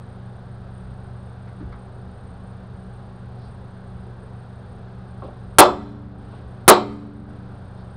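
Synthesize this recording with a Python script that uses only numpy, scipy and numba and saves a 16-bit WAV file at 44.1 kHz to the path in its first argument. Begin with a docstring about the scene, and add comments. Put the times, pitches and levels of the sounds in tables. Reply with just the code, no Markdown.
"""A hammer strikes a steel door panel twice in a garage workshop, close enough to overload the microphone.
The panel is a sum of decaying modes over a wash of decaying noise bands, and the room adds a weaker tail.
Light taps on it are softer, duller blows; knocks shake the resonances of a bench, and finger slides are
swells of band noise. A fan drones with blade and mains tones over rushing air, shaped from noise,
and a thin high hiss, a narrow noise band, throbs above it."""
import sys
import numpy as np
from scipy import signal
from scipy.fft import rfft, irfft
from scipy.io import wavfile
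from scipy.ndimage import uniform_filter1d
from numba import njit

SR = 44100
rng = np.random.default_rng(int(sys.argv[2]) if len(sys.argv) > 2 else 0)


def field_ratio(decibels):
    """Amplitude ratio for a level in dB (20 dB per decade); scalars and array-likes work."""
    return 10 ** (np.asarray(decibels, dtype=float) / 20)


def output_pcm(signal):
    """Save a mono or channel-first signal as 16-bit PCM at the path in sys.argv[1].

    Samples are clipped to [-1, 1] before scaling.
    """
    pcm = np.clip(np.atleast_2d(signal).T, -1, 1) * 32767
    wavfile.write(sys.argv[1], SR, np.round(pcm).astype(np.int16))


N = 351168
T = np.arange(N) / SR


def noise():
    """White noise: equal mean power at every frequency."""
    return rng.standard_normal(N)


def unit(x):
    """Normalisation to an rms of 1."""
    return x / np.sqrt(np.mean(x ** 2))


def band(x, hz, width_hz):
    """Band-pass filtering about a geometric centre."""
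    edges = np.sqrt(hz ** 2 + width_hz ** 2 / 4) + np.array([-0.5, 0.5]) * width_hz
    return signal.sosfilt(signal.butter(2, edges, "bandpass", fs=SR, output="sos"), x)


def walk(rate_hz):
    """Random wander: noise held in steps, smoothed twice, with a spread of about 1."""
    step = int(SR / rate_hz)
    steps = np.repeat(rng.standard_normal(N // step + 1), step)
    return unit(uniform_filter1d(uniform_filter1d(steps, step), step)[:N])


def fade(t, t60):
    """Exponential decay: 60 dB in t60 seconds."""
    return field_ratio(-60 * t / t60)


def add(out, start_s, x):
    """Superposition of x on out from start_s."""
    i = int(start_s * SR)
    out[i:i + len(x)] += x[:N - i]


# Hammer and lighter contacts on the panel. Each row: start in seconds, strength in dB,
# contact brightness (low-pass corner) in Hz, extra level of the low modes in dB.
PANEL_BLOWS = [(5.221, -37, 904, 0.5), (5.245, -33, 421, 7), (5.285, -43, 700, 3.5),
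               (5.5848, 4, 9020, -0.4), (6.332, -46, 905, 10.5), (6.679, 4, 8990, 2.5)]


def panel():
    """Impact excitation: each blow rings modes and wash, and a softer contact excites less treble."""
    out, t = np.zeros(N), T[:int(1.5 * SR)]
    thin_hz = rng.uniform(1706, 7936, size=160)
    # the first waves are stronger until the skin of the door has shared them with its frame
    first_db, first_t60_s, rise_s = 5, 0.12, 0.00037
    for start_s, strength_db, bright_hz, low_db in PANEL_BLOWS:
        ring = named_modes(t, low_db)
        add(ring, 0, wash(t[:SR]))
        add(ring, 0, thin_sines(t[:SR], thin_hz))
        onset = 1 - np.exp(-t / rise_s)
        ring = ring * onset * (1 + field_ratio(first_db) * fade(t, first_t60_s))
        contact = signal.lfilter(*signal.butter(2, bright_hz, fs=SR), ring)
        add(out, start_s, field_ratio(strength_db) * contact)
    return out + room_tail(out)


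# Separate modes of the panel. Each row: frequency in Hz, relative level in dB, decay time t60 in seconds.
PANEL_MODES = [(211.7, -33, 2.2), (219.7, -37, 1.5), (290, -33, 2.07), (364.2, -10, 0.35),
               (394.4, -23.5, 0.44), (406, -31, 1), (498, -21, 0.12), (587, -13.5, 0.27),
               (621.6, -23.5, .25), (730.2, -15.5, 0.34), (897, -25.5, 0.41), (1112, -15, 0.29),
               (1130.6, -12, 0.11), (1161, -17, 0.33), (1372, -21, 0.28), (1592, -17.5, .2),
               (2046, -26.5, 0.13)]


def named_modes(t, low_db):
    """Modal superposition: each mode is a decaying sinusoid of random phase."""
    hz, mode_db, t60 = np.transpose(PANEL_MODES)
    phase = rng.random(len(hz))
    modes = fade(t[:, None], t60) * np.sin(2 * np.pi * (hz * t[:, None] + phase))
    return modes @ field_ratio(mode_db + low_db * (hz < 330))


# Modes too dense to part. Each row: frequency in Hz, relative mean level in dB, typical t60 in seconds.
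DENSE_MODES = [(139.3, -34.5, 0.17), (241.5, -26, 0.27), (397, -19.5, 0.35), (805.5, -11, 0.24),
               (1189, -10.5, .25), (1800, -23, 0.15), (2700, -29, 0.22), (3770, -20.5, 0.16),
               (5000, -26.5, 0.16), (6500, -40, .15), (8916, -35, 0.21), (14000, -46, .1)]


def wash_at(hz):
    """Interpolation of the wash over log frequency: level in dB and t60 in seconds."""
    table_hz, db, t60 = np.transpose(DENSE_MODES)
    return [np.interp(np.log(hz), np.log(table_hz), column) for column in (db, t60)]


def wash(t):
    """Statistical modal density: crowded modes act as noise decaying at its own rate in each band."""
    out, scatter_db, scatter_t60 = np.zeros(len(t)), 1.5, 0.08
    settle = 4096  # samples for the filter to settle
    for mid_hz in 140 * 2 ** np.arange(0, 6.8, 1 / 6):  # sixth-octave steps
        db, t60 = wash_at(mid_hz)
        chance = rng.standard_normal(2)  # chance scatter in each band's level and decay
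        shape = field_ratio(db + scatter_db * chance[0]) * fade(t, t60 * np.exp(scatter_t60 * chance[1]))
        crowd = unit(band(rng.standard_normal(len(t) + settle), mid_hz, mid_hz / 8))[settle:]
        out += shape * crowd
    return out


def thin_sines(t, hz):
    """Additive synthesis: sparse random high sines, weaker than the wash and slower to fade."""
    db, t60 = wash_at(hz)
    sines = fade(t[:, None], 1.6 * t60) * np.sin(2 * np.pi * hz * t[:, None])
    return sines @ (field_ratio(db - 9.5) * rng.standard_normal(len(hz)))


def room_tail(x):
    """Reverberation by convolution: the walls return the sound as a weaker, longer tail."""
    level_db, t60_s, delay_s = -30, 0.85, 0.006
    t = T[:SR]
    walls = rng.standard_normal(SR) * fade(t, t60_s) * (t > delay_s)
    return field_ratio(level_db) * signal.fftconvolve(x, walls / np.sqrt(np.sum(walls ** 2)))[:N]


# Tool and hands on bench and door. 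Each row: start in seconds, strength in dB,
# pitch of the contact in Hz (heavy and soft is low, light and hard is high).
KNOCKS = [(1.473, -49, 1300), (1.6, -33, 108), (1.722, -45, 1250), (2.299, -52, 380), (4.059, -49.5, 290)]
# Broad resonances of the padded bench with the door on it. Each row: frequency in Hz, width in Hz,
# relative level in dB, t60 of the push in seconds.
BENCH_MODES = [(54.7, 25, 10, 0.65), (302, 170, 2.5, 0.25), (1120, 580, 0, 0.27), (1800, 970, -6, 0.17),
               (4000, 2000, -5, .08)]


def knocks():
    """Selective excitation: a knock favours the bench resonances nearest its contact pitch."""
    out, t = np.zeros(N), T[:SR // 2]
    fall_db_per_octave, rise_s = 5.5, 0.0015
    for start_s, strength_db, contact_hz in KNOCKS:
        for hz, width_hz, mode_db, t60 in BENCH_MODES:
            push = rng.standard_normal(len(t)) * fade(t, t60) * (1 - np.exp(-t / rise_s))
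            octaves_away = abs(np.log2(hz / contact_hz))
            reach_db = strength_db + mode_db - fall_db_per_octave * octaves_away
            response = band(band(push, hz, width_hz), hz, width_hz)
            add(out, start_s, field_ratio(reach_db) * response / np.sqrt(width_hz / SR))
    return out


# Skin sliding on steel. Each row: start in seconds, length in seconds, level in dB before the swell,
# centre in Hz, width in Hz.
SLIDES = [(3.332, 0.22, -63.5, 4170, 1800), (5.201, 0.11, -60, 3100, 2400), (6.234, 0.23, -63, 3150, 2446),
          (7.74, 0.12, -65, 4000, 2000)]


def slides():
    """Friction noise: each slide is a short swell of band-limited noise."""
    out = np.zeros(N)
    for start_s, length_s, db, hz, width_hz in SLIDES:
        swell = np.hanning(int(length_s * SR))
        rub = band(band(rng.standard_normal(len(swell)), hz, width_hz), hz, width_hz)
        add(out, start_s, field_ratio(db) * swell * unit(rub))
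    return out


# Fan blades and mains hum. Each row: frequency in Hz, level in dB about which it wavers.
FAN_TONES = [(18.7, -35), (93.5, -45), (119.8, -39.5), (187, -46), (238, -56.5), (374, -58.5), (560, -71),
             (815, -63.5), (1340, -76.5)]


def fan_tones():
    """Periodic tones, each a sinusoid whose level and phase waver slightly."""
    out = np.zeros(N)
    for hz, db in FAN_TONES:
        level = field_ratio(db + 1.5 * walk(14)) * np.sqrt(2)  # sqrt(2): from rms to peak
        cycles = hz * T + 0.044 * walk(4.0) + rng.random()
        out += level * np.sin(2 * np.pi * cycles)
    return out


# Spectrum of the rush of air. Each row: frequency in Hz, relative level in dB per Hz.
AIR_SPECTRUM = [(12, -6), (40, -4.5), (80, -1.8), (150, -6), (230, -13.5), (310, -19), (420, -12.5),
                (800, -19), (1550, -23), (2100, -36), (3000, -39), (3600, -36), (4800, -42), (5600, -51.5),
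                (7500, -56.5), (10000, -68), (11200, -59.5), (13000, -80.5)]
# Room resonances that the rush of air excites. Each row: frequency in Hz, width in Hz, level in dB.
ROOM_BOOMS = [(55.6, 8, -44.5), (71.1, 5.4, -44.5), (184, 32, -52.5), (746, 84, -59)]


def fan_air():
    """Broadband flow noise: shaped noise with booms of the room as narrower noise bands."""
    f = np.maximum(np.fft.rfftfreq(N, 1 / SR), 1)
    hz, db = np.transpose(AIR_SPECTRUM)
    shape = field_ratio(np.interp(np.log(f), np.log(hz), db))
    air = unit(irfft(rfft(noise()) * shape, N))
    booms = sum(field_ratio(level_db) * unit(band(noise(), h, width)) for h, width, level_db in ROOM_BOOMS)
    return field_ratio(-42) * air + booms


def hiss():
    """Amplitude modulation: a narrow band of high noise throbs unevenly."""
    hz, width_hz, level_db, throb_hz, depth = 8764, 1100, -75, 30.7, 0.55
    throb = 1 + depth * np.cos(2 * np.pi * (throb_hz * T + 0.08 * walk(4)))
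    narrow = band(band(noise(), hz, width_hz), hz, width_hz)
    return field_ratio(level_db + 2.5 * walk(25)) * throb * unit(narrow)


def scene():
    """Linear superposition of every source at one microphone."""
    return (panel() + knocks() + slides() + fan_tones() + fan_air() + hiss())[None]


@njit
def overload(x, chance, rail, depth, size, start_hz, end_hz, glide_s, last_s, cut_hz):
    """Clipping with feedback: the input stage steers its own offset to zero, which also cuts the deep bass;
    coming off a deep negative overload it flutters between the rails at a rising pitch."""
    y, armed, flutter, hz, phase, offset = np.empty(len(x)), False, 0., end_hz, 0., 0.
    for i in range(len(x)):
        u = x[i] - offset
        if u < -depth * rail:
            armed, flutter = True, 0.
        elif armed and u > -rail:
            armed, flutter, hz, phase = False, size, start_hz * (1 + chance[i]), 0.
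        hz += (end_hz - hz) / (glide_s * SR)
        phase += 2 * np.pi * hz * (1 + chance[i]) / SR
        flutter = max(flutter - size / (last_s * SR), 0.)
        v = min(max(u, -rail), rail) + flutter * np.sin(phase)
        y[i] = min(max(v, -rail), rail)
        offset += 2 * np.pi * cut_hz / SR * y[i]
    return y


def gain_control(x, top_db, bass_db, treble_db, split_hz, attack_s, hold_s, release_s):
    """Level-dependent gain: turns down after anything loud, the treble more, holds, then comes back."""
    loud = 1. * (np.abs(x) > field_ratio(top_db))
    held = signal.fftconvolve(loud, np.ones(int(hold_s * SR)))[:N] > 0.5
    attack, release = 1 / (attack_s * SR), 1 / (release_s * SR)
    down = signal.lfilter([attack], [1, attack - 1], held)
    back = signal.lfilter([release], [1, release - 1], held)
    duck = np.where(held, down, back)
    bass = signal.lfilter(*signal.butter(1, split_hz, fs=SR), x)
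    return bass * field_ratio(bass_db * duck) + (x - bass) * field_ratio(treble_db * duck)


def top_cut(x):
    """Nothing passes above the cut-off."""
    return signal.sosfilt(signal.butter(12, 15750, fs=SR, output="sos"), x)


def record(dry):
    """Signal chain in series: overload, low cut, gain control, then a steep treble limit."""
    low_cut_hz, top_hz = 50., 15700
    x = overload(dry[0], 0.2 * noise(), rail=0.92, depth=2.0, size=1.9, start_hz=8600., end_hz=10800.,
                 glide_s=0.00056, last_s=0.0011, cut_hz=low_cut_hz)
    x = signal.lfilter(*signal.butter(1, low_cut_hz, "highpass", fs=SR), x)
    x = gain_control(x, top_db=-9, bass_db=-1.5, treble_db=-5.5, split_hz=2000,
                     attack_s=0.15, hold_s=0.5, release_s=0.0054)
    x = signal.sosfilt(signal.ellip(8, 0.2, 70, top_hz, fs=SR, output="sos"), x)
    mix = np.clip(x, -1, 1)[None]
    return top_cut(mix)


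dry = scene()
out = record(dry)
output_pcm(out)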